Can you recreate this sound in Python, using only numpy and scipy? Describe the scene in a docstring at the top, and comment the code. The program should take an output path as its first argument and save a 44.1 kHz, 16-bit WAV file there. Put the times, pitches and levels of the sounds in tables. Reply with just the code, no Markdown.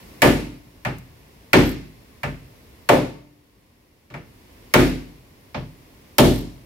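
"""Open repair workshop: a hammer knocks a dent out of a raised steel car hood, mostly hard and light blows in turn.
Each blow is a snap of noise, decaying sines for the hood and its small panels, and noise bands for the sheet.
A low tone lingers after some blows, loose fittings rattle as short resonances, one light tick sounds.
A noise tail gives the room; background noise lies below, its level moved as by a noise gate or gain control.
A limiter holds the hard blows down."""
import sys
import numpy as np
from scipy import signal
from scipy.io import wavfile

SR = 44100
rng = np.random.default_rng(int(sys.argv[2]) if len(sys.argv) > 2 else 0)


def voltage_ratio(decibels):
    """Convert decibels (scalar or array-like) to amplitude ratios, 20 dB per decade."""
    exponent = np.asarray(decibels, float) / 20
    return 10 ** exponent


def unload_wav(signal):
    """Save mono or channel-first audio to the path in sys.argv[1] as 16-bit WAV at rate SR, clipped to [-1, 1]."""
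    wavfile.write(
        sys.argv[1],
        SR,
        np.round(np.clip(np.atleast_2d(signal).T, -1, 1) * 32767).astype(np.int16),
    )


N = 293265

# hammer blows; where the hammer lands sets the colour: (time [s], strength [dB],
# clank near 560 Hz [dB], clang near 2 kHz [dB], hiss near 12 kHz [dB])
BLOWS = [(0.2193, 1, -0.5, 1, 2), (.849, -12.5, -2.5, 0.6, -10), (1.531, 1.25, -2, 0.3, -6),
         (2.232, -13.5, -4, 0.5, -9), (2.889, -2.5, 6.5, 0.5, -3), (4.101, -31, -5, -7, -15),
         (4.139, -26, -1, 1.5, -14), (4.738, 1.8, -2.5, 0.7, 0), (5.544, -14.5, -3, -6, -42),
         (6.1824, 3.5, -1.5, -6, 1.7)]
# countless close modes of the sheet, heard as a dying wash: (frequency [Hz], level per band [dB],
# swell time constant [s], t60 before shortening by force [s], extra level in the first crash [dB])
SHEET = [(60, -31, 0.038, 0.41, 6), (124, -23.5, 0.018, 0.86, 9), (200, -18, 0.013, 0.52, 1),
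         (300, -11, 0.019, 0.46, 0), (600, -17.5, 0.0044, 0.38, -1), (1100, -21, 0.0039, 0.34, 10),
         (1800, -21, 0.00021, 0.41, -2.5), (2490, -25.5, 0.00094, 0.53, 3.5), (3160, -25, 0.0016, 0.46, 4),
         (4600, -31, 0.00023, 0.59, 8), (6960, -33.5, 0.00068, 0.48, 4.5), (9800, -32.5, .0003, 0.47, 4.5),
         (12000, -31, 0.0002, 0.46, 5), (15300, -38.5, .0003, 0.41, 7)]
# stereo width of the blows: (frequency [Hz], left-right likeness [0 to 1])
BLOW_LIKENESS = [(40, .88), (180, .95), (350, .89), (700, .55), (1400, .1), (2800, .15), (6000, 0),
                 (15000, 0)]


def rms_one(x):
    """Scale a sound to an rms of 1."""
    return x / np.sqrt(np.mean(x ** 2) + 1e-20)


def at_hz(points, hz, column=1):
    """Read a table along log frequency."""
    points = np.array(points, float)
    return np.interp(np.log(hz), np.log(points[:, 0]), points[:, column])


def by_force(hard, light):
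    """One value per blow, between that of a hard and that of a light one."""
    light_below_db = -13    # a blow this weak counts as fully light
    strength_db = np.array(BLOWS)[:, 1]
    return hard + (light - hard) * np.clip(strength_db / light_below_db, 0, 1)


def ring_share():
    """Light blows ring shorter: share of the tabled decay times for each blow."""
    return by_force(hard=0.96, light=0.76)


def blow_db(hz):
    """Strength of every blow at one frequency, from its force and the spot it hits."""
    # corners of each blow's colour curve: (frequency [Hz])
    colour_corners = [50, 130, 300, 560, 950, 1600, 2600, 3100, 5000, 12000]
    _, strength_db, clank, clang, hiss = np.transpose(BLOWS)
    # a stiff spot clanks more and booms less
    boom = by_force(hard=-4.5, light=-6) - 1.03 * clank
    hum = by_force(hard=-2.5, light=3)
    body = by_force(hard=-.6, light=-10)
    edge = by_force(hard=0.3, light=-5.5)
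    between = clang + .71 * (clank - clang)
    colours = np.transpose([boom, hum, body, clank, between, clang, clang, edge, edge, hiss])
    colour_db = [np.interp(np.log(hz), np.log(colour_corners), colour) for colour in colours]
    return strength_db + np.array(colour_db)


def swell_and_die(t, swell_s, t60):
    """Bending waves fill the sheet, then fade."""
    swell = (1 - np.exp(-t / max(swell_s, 1e-4))) ** 2
    return swell * voltage_ratio(-60 * t / np.maximum(t60, .005))


def after_blows(shape, gains):
    """Lay one shape (or one per blow) at each blow's moment."""
    out = np.zeros(shape.shape[1:-1] + (N,))
    for (s, *_), one, gain in zip(BLOWS, shape, gains):
        i = round(s * SR)
        out[..., i:i + one.shape[-1]] += gain * one[..., :N - i]
    return out


def bands(likeness):
    """Third-octave bands of stereo noise, rms about 1 each, with their centres and widths."""
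    edges = 28 * 2 ** (np.arange(29) / 3)
    white = rng.standard_normal((2, 2, N))      # neighbouring bands get unrelated noise
    for k, (low, high) in enumerate(zip(edges, edges[1:])):
        band = signal.butter(2, [low, high], "band", fs=SR, output="sos")
        mid, side = signal.sosfilt(band, white[k % 2])
        hz = np.sqrt(low * high)
        alike = np.clip(at_hz(likeness, hz), 0, 1)
        pair = np.sqrt(1 + alike) * mid + np.sqrt(1 - alike) * side * [[1], [-1]]
        yield hz, high - low, pair * np.sqrt(SR / 4 / (high - low))


def struck(modes, scatter_db, detune, size):
    """Decaying sines; each blow lands elsewhere, with new strength, phase and slight detuning per mode."""
    t, out = np.arange(size) / SR, 0
    for hz, level_db, t60 in modes:
        strength, shift, phase, apart = rng.standard_normal((len(BLOWS), 4)).T
        angle = 2 * np.pi * (hz * (1 + detune * shift[:, None]) * t + phase[:, None])
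        # opposite phase shifts left and right set the likeness of the sides
        spread = np.arccos(np.clip(at_hz(BLOW_LIKENESS, hz), 0, 1)) / 2
        offset = (spread * np.sign(apart))[:, None, None] * [[1], [-1]]
        pair = np.sin(angle[:, None] + offset)
        decay_s = t60 * ring_share()[:, None, None]
        shape = pair * swell_and_die(t, at_hz(SHEET, hz, column=2), decay_s)
        out = out + shape * voltage_ratio(blow_db(hz) + level_db + scatter_db * strength)[:, None, None]
    return after_blows(out, np.ones(len(BLOWS)))


def background():
    """A smooth wash of noise bands; its level is moved as by a recorder's noise gate or gain control."""
    # colour of the wash: (frequency [Hz], relative density [dB per Hz])
    wash_colour = [(25, -13), (58, 0), (127, -5.5), (165, -9), (245, -6.5), (400, -10), (796, -19),
                   (962, -15), (1290, -25), (2110, -19), (3600, -26), (4900, -25.5), (7500, -33.5),
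                   (11500, -28), (16000, -31.5)]
    # stereo width of the wash: (frequency [Hz], left-right likeness, below 0 taken as 0)
    wash_likeness = [(60, 0.89), (240, 0.93), (950, -0.14), (3770, -0.072), (15000, -0.02)]
    # level of the background noise as the gain moves it: (time [s], level [dB])
    wash_level = [(0, -44.5), (0.198, -45.5), (.6, -52), (1.5, -50.5), (2.0, -51), (2.851, -50), (3.3, -58),
                  (4.1, -58), (4.3, -52), (4.7, -48.5), (5.3, -52), (6.15, -50), (6.65, -51)]
    wash = 0
    for hz, width, pair in bands(wash_likeness):
        wash = wash + voltage_ratio(at_hz(wash_colour, hz)) * np.sqrt(width) * pair
    level_db = np.interp(np.arange(N) / SR, *np.transpose(wash_level))
    return rms_one(wash) * voltage_ratio(level_db)


def crack(crack_db, t60_s):
    """The contact itself: a bright snap of fast-dying noise."""
    t = np.arange(SR // 10) / SR
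    noise = rng.standard_normal((len(BLOWS), 2, len(t)))
    snap = noise * swell_and_die(t, 0.00012, t60_s)
    snap = signal.sosfilt(signal.butter(2, 3200, "high", fs=SR, output="sos"), snap)
    return after_blows(snap, voltage_ratio(blow_db(9000) + crack_db))


def hood_modes():
    """The clear modes of the whole hood ring as separate decaying tones."""
    # modes before scatter and force: (frequency [Hz], level [dB], t60 [s])
    clear_modes = [(49, -10.5, 0.64), (80.7, -15.5, 0.51), (113.1, -14, .4), (130.1, -8, 0.35),
                   (152.1, -12.5, 0.52), (181.7, -18.5, 0.52), (227.5, -14, 0.46), (257.8, -10, 0.52),
                   (297, -12.5, 0.52), (318.7, -18, 0.43), (364, -7, 0.32), (389.8, -15.5, 0.4),
                   (430.5, -18, 0.2), (530.8, -14, 0.27), (593, -9.5, 0.26), (681, -18.5, 0.25),
                   (780, -26, .25), (906, -12.5, 0.19), (1115, -19.5, 0.11), (1212, -20.5, 0.28),
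                   (1336, -23, 0.23), (1433, -24.5, 0.18), (1754, -19.5, 0.3), (1740, -33, 0.36),
                   (2135, -34.5, 0.66), (2190, -29, 0.28), (2630, -32.5, .28), (3100, -28.5, 0.15),
                   (3340, -31.5, 0.12)]
    return struck(clear_modes, scatter_db=1.0, detune=.008, size=SR * 3 // 4)


def panel_clang(count, t60_spread):
    """Small panels between the ribs clang: scattered pitches, some short, some lingering."""
    # trend along the modes, before force: (frequency [Hz], mean level [dB], longest t60 [s])
    clang_trend = [(448, -27, .3), (800, -28, 0.4), (1200, -35.5, 0.27), (1820, -29, 0.24),
                   (2260, -25.5, .33), (2680, -30, 0.24), (2820, -36, 0.44), (3594, -38.5, 0.14)]
    lowest, highest = clang_trend[0][0], clang_trend[-1][0]
    spots = (np.arange(count) + rng.random(count)) / count
    hz = lowest + spots * (highest - lowest)
    longest = at_hz(clang_trend, hz, column=2)
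    t60 = longest * np.exp(-t60_spread * rng.random(count))
    # a short ring starts louder for the same energy
    level_db = at_hz(clang_trend, hz) - 10 * np.log10(t60 / longest)
    return struck(list(zip(hz, level_db, t60)), scatter_db=0.0, detune=0.011, size=SR // 3)


def sheet_wash():
    """Dense sheet modes as noise: every band swells, crashes and dies at its own pace after each blow."""
    t, out, ring = np.arange(SR) / SR, 0, ring_share()[:, None]
    crash = np.exp(-t / 0.018)      # the first crash fades in tens of milliseconds
    for hz, _, pair in bands(BLOW_LIKENESS):
        shape = swell_and_die(t, at_hz(SHEET, hz, column=2), ring * at_hz(SHEET, hz, column=3))
        shape = shape * voltage_ratio(at_hz(SHEET, hz, column=4) * crash)
        out = out + pair * after_blows(shape, voltage_ratio(blow_db(hz) + at_hz(SHEET, hz)))
    return out


def workshop(x):
    """A dense noise tail of reflections, another for each side, dulled by the walls."""
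    room_t60_s, room_db, wall_cut_hz = 0.58, -21.5, 14000
    t = np.arange(SR) / SR
    build_up = np.clip((t - .006) / 0.011, 0, 1)
    tail = rng.standard_normal((2, SR)) * build_up * voltage_ratio(-60 * t / room_t60_s)
    tail = signal.sosfilt(signal.butter(1, [200, wall_cut_hz], "band", fs=SR, output="sos"), tail)
    tail = tail / np.sqrt(np.sum(tail ** 2, axis=1, keepdims=True))     # unit energy
    return voltage_ratio(room_db) * signal.fftconvolve(x, tail, axes=1)[:, :N]


def lingering_tone(hz, t60_s):
    """A lightly damped mode of the hood, woken by some blows only, outlasts the rest."""
    # wakings of the tone: (time [s], level [dB])
    wakings = [(0.231, -29), (2.9, -30.5), (4.75, -34.5)]
    t, level = np.arange(N) / SR, 0
    for s, db in wakings:
        level = level + voltage_ratio(db) * swell_and_die(np.maximum(t - s, 0), 0.023, t60_s)
    return level * np.sin(2 * np.pi * (hz * t + rng.random()))


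def rattle(per_s, uneven_db):
    """Uneven tiny contacts make loose fittings ring high and short while the sheet still shakes."""
    # spells of rattling: (time [s], level [dB], length with fade [s])
    spells = [(0.232, -42.5, 0.13), (1.577, -42, 0.19), (2.899, -41.5, 0.11), (4.731, -48, 0.2),
              (6.247, -46.5, 0.2)]
    # resonances of the fittings: (frequency [Hz], relative level [dB], t60 [s])
    fitting_modes = [(7750, -9, .012), (8300, -8, .008), (10600, -7, .01), (12100, -1, .014),
                     (12500, -5, .012), (12820, 0, .014), (14000, -3, .007), (15000, -5, .006)]
    t, level, rings = np.arange(N) / SR, np.zeros(N), 0
    for s, db, length in spells:
        fade_in = np.clip((t - s) / .02, 0, 1)
        fade_out = np.clip((s + length - t) / .07, 0, 1)
        level += voltage_ratio(db) * fade_in * fade_out
    contacts = rng.random(N) < per_s / SR
    clicks = contacts * voltage_ratio(uneven_db * np.minimum(rng.exponential(1, N), 3))
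    for hz, db, t60 in fitting_modes:
        r, w = voltage_ratio(-60 / (t60 * SR)), 2 * np.pi * hz / SR      # two-pole resonator: radius, angle
        strikes = clicks * rng.standard_normal((2, N)) + 1e-18
        ring = signal.lfilter([0, np.sin(w)], [1, -2 * r * np.cos(w), r * r], strikes)
        rings = rings + voltage_ratio(db) * ring
    return level * rms_one(rings)


def ticks(decay_s):
    """Light metal on metal: a few milliseconds of bright noise."""
    # light ticks, 3 dB taken off below: (time [s], level [dB])
    tick_times = [(0.9838, -36.5)]
    t, level = np.arange(N) / SR, np.zeros(N)
    for s, db in tick_times:
        level += voltage_ratio(db - 3) * (t >= s) * np.exp(-np.maximum(t - s, 0) / decay_s)
    bright = signal.butter(2, 5000, "high", fs=SR, output="sos")
    return signal.sosfilt(bright, level * rng.standard_normal((2, N)))


def scene():
    """Hood, fittings and room, a touch louder on the left, over the background."""
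    wash = background()
    hood = crack(crack_db=-12.5, t60_s=0.021) + hood_modes()
    hood = hood + panel_clang(count=100, t60_spread=1.1) + sheet_wash()
    hood = hood + lingering_tone(hz=294, t60_s=1)
    hood = hood + rattle(per_s=220.0, uneven_db=3.0) + ticks(decay_s=0.0045)
    return (hood + workshop(hood)) * voltage_ratio([[.2], [-.2]]) + wash


def roll_off(x):
    """The treble ends steeply here."""
    return signal.sosfilt(signal.butter(12, 17060, fs=SR, output="sos"), x)


def record(dry):
    """A limiter ducks fast and lets go steadily; what slips through is rounded off and the top is cut."""
    ceiling_db, release_db_s, smooth_s, cutoff_hz = -1.0, 150.0, 0.00051, 15800
    t = np.arange(N) / SR
    peak_db = 20 * np.log10(np.abs(dry).max(axis=0) + 1e-9)     # the louder side rules both
    over = np.maximum(peak_db - ceiling_db, 0)
    # reduction falls in a straight line of dB after each peak
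    held = np.maximum.accumulate(over + release_db_s * t) - release_db_s * t
    r = np.exp(-1 / (smooth_s * SR))
    reduction_db = signal.lfilter([1 - r], [1, -r], held)
    limited = dry * voltage_ratio(-reduction_db)
    rounded = 1.619 * np.tanh(limited / 1.477)
    top = signal.ellip(10, .5, 60, cutoff_hz, fs=SR, output="sos")
    mix = signal.sosfilt(top, rounded)
    return roll_off(mix)


dry = scene()
out = record(dry)
unload_wav(out)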